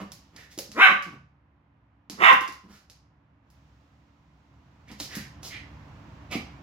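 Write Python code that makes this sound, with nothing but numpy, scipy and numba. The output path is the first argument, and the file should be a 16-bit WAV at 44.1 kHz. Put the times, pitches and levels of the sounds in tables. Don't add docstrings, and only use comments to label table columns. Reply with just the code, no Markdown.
import sys
import numpy as np
from scipy import signal
from scipy.fft import rfft, irfft, next_fast_len
from scipy.io import wavfile
from scipy.ndimage import uniform_filter1d, minimum_filter1d
from numba import njit

SR = 44100
rng = np.random.default_rng(int(sys.argv[2]) if len(sys.argv) > 2 else 0)


def unload_audio(sound):
    columns = np.transpose(np.atleast_2d(sound))
    steps = np.round(np.clip(columns, -1, 1) * 32767)
    wavfile.write(sys.argv[1], SR, steps.astype(np.int16))


N = 292277
TIME = np.arange(N) / SR

# (full effort at [s], attack [s], hold [s], release [s], level [dB],
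# top pitch [Hz], pitch breaks after [s], lower note [Hz], roughness [0-1],
# clear overtone on the top note [dB], on the lower note [dB])
BARK_EFFORTS = [(.823, .03, .026, .045, -13, 763.7, .047, 582.8, 0.34, -5, -2.5),
                (2.251, 0.028, .039, 0.028, -11.8, 656.4, .034, 534, 0.67, -18, 1)]
# (centre [Hz], width [Hz], level [dB])
FIRST_THROAT = [(735, 220, -16), (1208, 130, 3), (1520, 470, -1.5), (2200, 270, 1.5), (2620, 119, 2),
                (3070, 320, -7), (4040, 290, -14)]
SECOND_THROAT = [(805, 210, -8), (1090, 216, 6), (1206, 396, 3.5), (1594, 100, 0.5), (1908, 161, 1),
                 (2600, 730, -4.5), (2794, 160, 1), (3610, 150, -5.5)]
ATTACK_CURVE = 1.6
REST_PITCH_HZ, PITCH_LAW = 195.15, .85
BREAK_S, SAG_HZ_PER_S = 0.0079, 350
JAW_AT_REST, JAW_LAW = 0.29, 1
LOW_NOTE_ROUGHNESS = .52

# (start [s], pitch halfway [Hz], level before the fade [dB])
LOW_VOICES = [(0, 191.7, -39), (.325, 168, -55.5), (0.751, 240.4, -41), (.889, 205, -43),
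              (1.056, 167.2, -44.5), (1.115, 142, -46), (2.114, 185.2, -47.5), (2.632, 176.7, -52),
              (2.68, 215.8, -52), (4.895, 212.3, -45)]
# (frequency [Hz], level [dB])
LOW_VOICE_COLOUR = [(100, -3.5), (200, 3.5), (340, -2), (600, -15), (1100, -6.5), (1800, -18), (4000, -20),
                    (9000, -33.5)]
LOW_VOICE_S = 0.043

# (peak [s], length [s], level [dB], nasal share of power [0-1],
# throat rasp relative to the puff [dB], mouth resonance [Hz])
SNORT_PUFFS = [(.005, 0.031, -45, 0.06, 1.5, 1180), (0.392, 0.098, -53, .2, -9.5, 2044),
               (0.521, 0.043, -54.5, 0.92, -24, 2230), (2.73, .105, -58, 0.55, -12.5, 1700),
               (4.899, .06, -53, 0.09, -16, 2245), (5.018, 0.062, -41.5, 1, -25.5, 2100),
               (5.146, 0.12, -43, 0.28, -9, 2100), (5.455, 0.055, -42.5, 1, -17.5, 2100),
               (5.536, .075, -42, 0, -29, 2350), (6.332, .05, -35.5, .15, -2, 2640)]
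# (multiple of the mouth resonance [ratio], level [dB])
MOUTH_AIR = [(0.049, -24), (.2, -17.5), (0.429, -21), (.66, -6), (.88, 6), (1.15, -3), (1.451, -5.5),
             (2, -13.5), (3.299, -28.5), (7, -40.5)]
# (frequency [Hz], level [dB])
NOSE_AIR = [(100, -12.5), (450, -3.5), (1200, -10.5), (2000, -9.5), (3200, -2), (5000, 3), (6800, -2.5),
            (8500, -12.5), (12000, -7), (16000, -14.5)]
# (frequency [Hz], level [dB])
THROAT_RASP = [(100, -15.5), (220, 0.5), (450, 4), (680, 4), (880, -5.5), (1150, 3), (1500, -10),
               (2100, -10.5), (2800, -7), (3700, -19.5), (9000, -36.5)]
SNORT_RISE_SHARE = .35

# (time [s], level before gain and colour [dB],
# top octave against the mids [dB], starting skid level before gain and colour [dB])
CLAW_TAPS = [(0.1193, -38, 1, -2), (.363, -43, -27, 0), (0.5778, -43, 7, 0), (0.5879, -28, 2, -2.5),
             (.7172, -36, -17, -8), (1.0251, -36.5, -19.5, -35), (2.0987, -29.5, -10.5, -13),
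             (2.3288, -37.5, 6, -0.5), (2.409, -36.5, 0, -10), (2.4778, -35.5, -21, -3),
             (2.524, -41.5, -6, -7), (2.8993, -42.5, -18.5, -7), (3.5024, -62.5, 6, -5.5),
             (4.882, -57, -19, -1), (4.916, -41.5, -23, -18), (5.0007, -34, -7, 5.5), (5.007, -30, -10, -7),
             (5.1535, -36, 9.5, -9), (5.4314, -37.5, -4, -3.5), (6.314, -36.5, -8, -12)]
# (frequency [Hz], level [dB])
CLAW_ON_WOOD = [(150, -17.5), (350, -7), (650, -4), (1000, -10), (2000, -7.5), (3500, -4), (5000, 2.5),
                (6800, -2), (8500, -12.5), (11500, -3.5), (16000, -12.5)]
TICKS_IN_ROOM_DB = 4

# (time [s], level before the band filter [dB], pitch [Hz])
PADDED_BLOWS = [(.577, -29.5, 337), (.592, -30, 534), (.692, -37.5, 232), (2.099, -32.5, 296),
                (2.331, -26, 270), (2.412, -34, 333), (2.487, -37.5, 335), (5.001, -35.5, 640),
                (5.007, -31.5, 292), (5.169, -22.5, 204), (6.354, -16.5, 258)]
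THUMP_T60_S = 0.03066

# (frequency [Hz], level [dB])
ROOM_TONE = [(18, -42), (35, -25.5), (64, -0.5), (115, -3.5), (161, -3), (210, -18.5), (280, -10),
             (404, -26.5), (988, -21.5), (1280, -25.5), (2350, -33.5), (5590, -37.5), (7090, -42.5),
             (8600, -55.5), (16000, -54)]
# (mean frequency [Hz], level on the rumble's scale [dB])
APPLIANCE_HUM = [(68, -4.5), (106, -9), (147, -12.5), (212, -12.5), (282, -13)]
# (time [s], level [dB])
HISS_LEVEL = [(0, -65.5), (1.4, -100), (3.42, -93), (3.55, -75.5), (4.25, -80.5), (5.7, -69.5)]
RUMBLE_DB, MIDDLE_DB = -62, -68
SWELL_AT_S, SWELL_S = 4.98, 0.24
RUMBLE_SWELL_DB, MIDDLE_SWELL_DB = 11.5, 12
FLOOR_FOLLOWS_HISS = 0.13

# (frequency [Hz], T60 [s])
REVERB_TIME = [(100, 0.75), (250, 0.22), (600, 0.38), (1100, 0.42), (2500, 0.4), (5000, .42), (9000, 0.3),
               (16000, 0.2)]
# (frequency [Hz], left-right correlation [-1 to 1])
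PORT_LIKENESS = [(60, 1), (250, 0.99), (500, 0.62), (1000, 0.21), (3000, 0), (16000, 0.45)]
# (frequency [Hz], left minus right [dB])
PORT_COLOURS = [(60, 0.54), (130, -1), (300, -2.5), (700, -1), (1100, -2.5), (1600, -1), (2100, -5.5),
                (2850, -6), (3500, -1), (6000, -1), (8000, -7), (15000, 3.5)]
CUTOFF_HZ = 15950


def bark(row, throat, jitter, doubling, chest_db, hiss_db, edge_hz, shut_hz, jaw_shift, low_hz):
    out, age = np.zeros(N), TIME[:SR // 3] - TIME[SR // 8]
    pitch, level_db, rough, mouth, clear_db = bark_gesture(age, *row[1:])
    rough, mouth = np.clip(rough, 0, 1), np.clip(mouth, 0, 1)
    pulses, phase = folds(pitch, jitter * rough, doubling)
    air = rms_one(rng.standard_normal(len(age)) * (1 + np.cos(phase)))
    flutter = from_db(2.2 * drift(160, size=len(age)))
    source = (1 - rough) * pulses + 2.9 * rough * air * flutter

    shift = 1 - jaw_shift * (1 - mouth)
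    voice = 0
    for k, (hz, width, db) in enumerate(throat):
        voice = voice + (-1) ** k * from_db(db) * resonance(source, hz * shift, float(width))
    voice = cut(voice, edge_hz, "low", order=8)
    voice = cut(voice, low_hz, "high", order=5)
    voice = mouth * voice + (1 - mouth) * cut(voice, shut_hz, "low")
    voice += from_db(chest_db) * (1 - mouth) ** 2 * cut(source, [190, 520], "band")
    voice /= np.sqrt(np.abs(uniform_filter1d(voice ** 2, size=500)) + 1e-12)
    voice += from_db(clear_db) * np.sqrt(2) * np.sin(2 * phase)
    hiss = from_db(hiss_db + 0.61 * level_db) * cut(colour(air, NOSE_AIR), 3500, "high")
    add(out, voice * from_db(level_db) + hiss, row[0] + age[0])
    return out


def bark_gesture(age, attack, hold, release, peak_db, top_hz, break_after, low_note_hz, roughness,
                 top_clear_db, low_clear_db):
    rise = (np.maximum(-age, 0) / attack) ** ATTACK_CURVE
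    fall = (np.maximum(age - hold, 0) / release) ** 2
    effort = np.exp(-rise - fall) + 1e-9
    effort_db = 20 * np.log10(effort)
    broken = np.clip((age - break_after) / BREAK_S + .5, 0, 1)
    climbing = REST_PITCH_HZ + (top_hz - REST_PITCH_HZ) * effort ** PITCH_LAW
    sagging = low_note_hz - SAG_HZ_PER_S * (age - break_after)
    pitch = (1 - broken) * climbing + broken * sagging
    rough = (1 - broken) * roughness + broken * LOW_NOTE_ROUGHNESS
    mouth = JAW_AT_REST + (1 - JAW_AT_REST) * effort ** JAW_LAW
    clear_db = (1 - broken) * (top_clear_db + .5 * effort_db) + broken * low_clear_db
    return pitch, peak_db + effort_db, rough, mouth, clear_db


def folds(pitch, jitter, doubling, count=12):
    unsteady = pitch * (1 + jitter * drift(220, size=len(pitch)))
    phase = 2 * np.pi * np.cumsum(unsteady) / SR
    pulses = sum(np.cos(k * phase) / np.sqrt(k) for k in range(1, count + 1))
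    return rms_one(pulses * (1 + doubling * np.cos(phase / 2))), phase


@njit
def resonance(x, hz, width_hz):
    r, y = np.exp(-np.pi * width_hz / SR), np.zeros(len(x))
    for i in range(2, len(x)):
        drive = (1 - r * r) / 2 * (x[i] - x[i - 2])
        y[i] = drive + 2 * r * np.cos(2 * np.pi * hz[i] / SR) * y[i - 1] - r * r * y[i - 2]
    return y


def low_voices():
    out, age = np.zeros(N), TIME[:SR // 5]
    progress = np.clip(age / LOW_VOICE_S, 0, 1)
    fade = np.sqrt(np.abs(np.sin(np.pi * progress)))
    for start, hz, db in LOW_VOICES:
        pulses, phase = folds(hz * (1 - 0.4 * (progress - .5)), jitter=0.16, doubling=0.39)
        breath = (1 + np.cos(phase)) * rng.standard_normal(len(age))
        voice = rms_one(colour(pulses + breath, LOW_VOICE_COLOUR))
        add(out, from_db(db) * voice * fade, start)
    return out


def snorts():
    out, size = np.zeros(N), SR // 2
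    for peak, length, db, nasal, rasp_db, mouth_hz in SNORT_PUFFS:
        rise, fall = length * SNORT_RISE_SHARE, length * (1 - SNORT_RISE_SHARE)
        time, nasal = max(peak - 2 * rise, 0) + TIME[:size], np.clip(nasal, 0, 1)
        puff = np.exp(-((time - peak) / np.where(time < peak, rise, fall)) ** 2)
        flow = from_db(db + 0.53 * drift(120, size=size)) * puff
        mouth = np.array(MOUTH_AIR) * [mouth_hz, 1]
        passages = [(np.sqrt(1 - nasal), mouth), (np.sqrt(nasal), NOSE_AIR), (from_db(rasp_db), THROAT_RASP)]
        jets = sum(gain * colour(rng.standard_normal(size), spectrum) for gain, spectrum in passages)
        add(out, flow * jets, time[0])
    return out


def claws(gain_db, skid_t60):
    ticks, skids = np.zeros((2, N))
    age = TIME[:SR // 10]
    tick = from_db(gain_db) * (age == 0)
    for s, db, top_db, skid_db in CLAW_TAPS:
        skid_level_db = skid_db - 60 * age / skid_t60 + 2.0 * drift(400, size=len(age))
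        skid = rng.standard_normal(len(age)) * from_db(skid_level_db)
        for track, touch in (ticks, tick), (skids, skid):
            top = cut(touch, 8100, "high", order=1)
            add(track, from_db(db) * (touch + (from_db(top_db) - 1) * top), s)
    return colour(ticks, CLAW_ON_WOOD), colour(skids, CLAW_ON_WOOD)


def thumps():
    out, age = np.zeros(N), TIME[:SR // 5]
    for s, db, hz in PADDED_BLOWS:
        add(out, from_db(db - 60 * age / THUMP_T60_S) * np.sin(2 * np.pi * hz * age), s)
    return cut(out, [110, 1100], "band")


def room(x, gap_s, build_s):
    age = TIME[:SR]
    hz, centres = np.arange(SR // 2 + 1), np.transpose(REVERB_TIME)[0]
    noise, tail = rfft(diffuse(SR)), 0
    for share, (_, t60) in zip(np.eye(len(centres)), REVERB_TIME):
        band = irfft(noise * at_hz(np.c_[centres, share], hz), SR)
        tail = tail + band * from_db(-60 * age / t60)
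    tail *= 1 - np.exp(-np.maximum(age - gap_s, 0) / build_s)
    return signal.fftconvolve(x[None], rms_one(tail) / np.sqrt(SR), axes=1)[:, :N]


def background():
    swell = .5 + .5 * np.tanh((TIME - SWELL_AT_S) / (2 * SWELL_S))
    hiss_db = np.interp(TIME, *np.transpose(HISS_LEVEL))
    lift_db = FLOOR_FOLLOWS_HISS * (hiss_db - hiss_db.mean())
    rumble_db = RUMBLE_DB + RUMBLE_SWELL_DB * swell + lift_db
    middle_db = MIDDLE_DB + MIDDLE_SWELL_DB * swell + lift_db
    noise = np.array([colour(side, ROOM_TONE) for side in diffuse(next_fast_len(N))[:, :N]])
    hum = 0
    for hz, db in APPLIANCE_HUM:
        phase = 2 * np.pi * np.cumsum(hz + 4 * drift(8)) / SR
        hum = hum + from_db(db) * np.sqrt(2) * np.sin(phase)
    rumble = from_db(rumble_db) * (0.92 * rms_one(cut(noise, 290, "low", order=4)) + hum)
    middle = from_db(middle_db) * rms_one(cut(noise, [380, 2600], "band", order=3))
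    hiss = from_db(hiss_db) * rms_one(cut(noise, 2800, "high", order=4))
    return rumble + middle + hiss


def diffuse(size):
    mid, side = rfft(rng.standard_normal((2, size)))
    alike = np.clip(at_hz(PORT_LIKENESS, np.arange(len(mid)) * SR / size), -1, 1)
    spectrum = np.sqrt((1 + alike) / 2) * mid + np.sqrt((1 - alike) / 2) * side * [[1], [-1]]
    return irfft(spectrum, size)


def place(x, left_db, lag_ms):
    left = from_db(left_db / 2) * np.interp(TIME - lag_ms / 1000, TIME, x)
    return np.array([left, from_db(-left_db / 2) * x])


def add(track, sound, start):
    at = max(round(start * SR), 0)
    track[at:at + len(sound)] += sound[:N - at]


def from_db(db):
    return 10 ** (np.asarray(db) / 20)


def rms_one(x):
    return x / np.sqrt(np.mean(x ** 2) + 1e-20)


def at_hz(points, hz):
    f, value = np.transpose(points)
    return np.interp(np.log(np.maximum(hz, 1)), np.log(f), value)


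def cut(x, hz, kind, order=2):
    sos = signal.butter(order, np.clip(hz, 10, SR * .49), kind, fs=SR, output="sos")
    return signal.sosfilt(sos, x + 1e-18)


def colour(x, spectrum, size=2048):
    level_db = at_hz(spectrum, np.arange(size // 2 + 1) * SR / size)
    cepstrum = irfft(level_db * np.log(10) / 20)
    cepstrum[1:size // 2] *= 2
    cepstrum[size // 2 + 1:] = 0
    response = irfft(np.exp(rfft(cepstrum)))
    return signal.oaconvolve(x, response / np.linalg.norm(response))[:len(x)]


def drift(rate, size=N):
    return rms_one(cut(rng.standard_normal(size + SR // 2), rate, "low"))[-size:]


def scene():
    first = bark(BARK_EFFORTS[0], FIRST_THROAT, jitter=0.085, doubling=.35, chest_db=-0.5, hiss_db=-34.0,
                 edge_hz=3980, shut_hz=1700, jaw_shift=0.14, low_hz=640)
    second = bark(BARK_EFFORTS[1], SECOND_THROAT, jitter=0.05865, doubling=0.34, chest_db=0.0, hiss_db=-33.5,
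                  edge_hz=3250, shut_hz=1622, jaw_shift=0.02, low_hz=618.6)
    low, air = low_voices() + thumps(), snorts()
    ticks, skids = claws(gain_db=16.0, skid_t60=0.039)

    direct = place(first, left_db=3.0, lag_ms=.1) + place(second, left_db=-5.5, lag_ms=-0.29)
    direct += place(low, left_db=-0.1, lag_ms=0) + place(air, left_db=-1.5, lag_ms=0.058)
    direct += place(ticks + skids, left_db=-1.0, lag_ms=.045)
    into_room = from_db(-2) * first + from_db(-2.0) * second + from_db(-1.5) * low + from_db(-0.5) * air
    into_room += from_db(TICKS_IN_ROOM_DB) * ticks
    reflected = room(into_room, gap_s=0.00033, build_s=0.00034)
    return direct + reflected + background() * from_db([[-.5], [.5]])


def record(dry):
    ported = np.array([colour(x, np.array(PORT_COLOURS) * [1, side / 2]) for x, side in zip(dry, (1, -1))])
    allowed = 1 / np.maximum(np.abs(ported).max(axis=0), 1)
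    gain = uniform_filter1d(minimum_filter1d(allowed, size=130), size=130)
    top_cut = signal.ellip(10, .1, 80, CUTOFF_HZ, fs=SR, output="sos")
    return signal.sosfilt(top_cut, ported * gain)


dry = scene()
out = record(dry)
unload_audio(out)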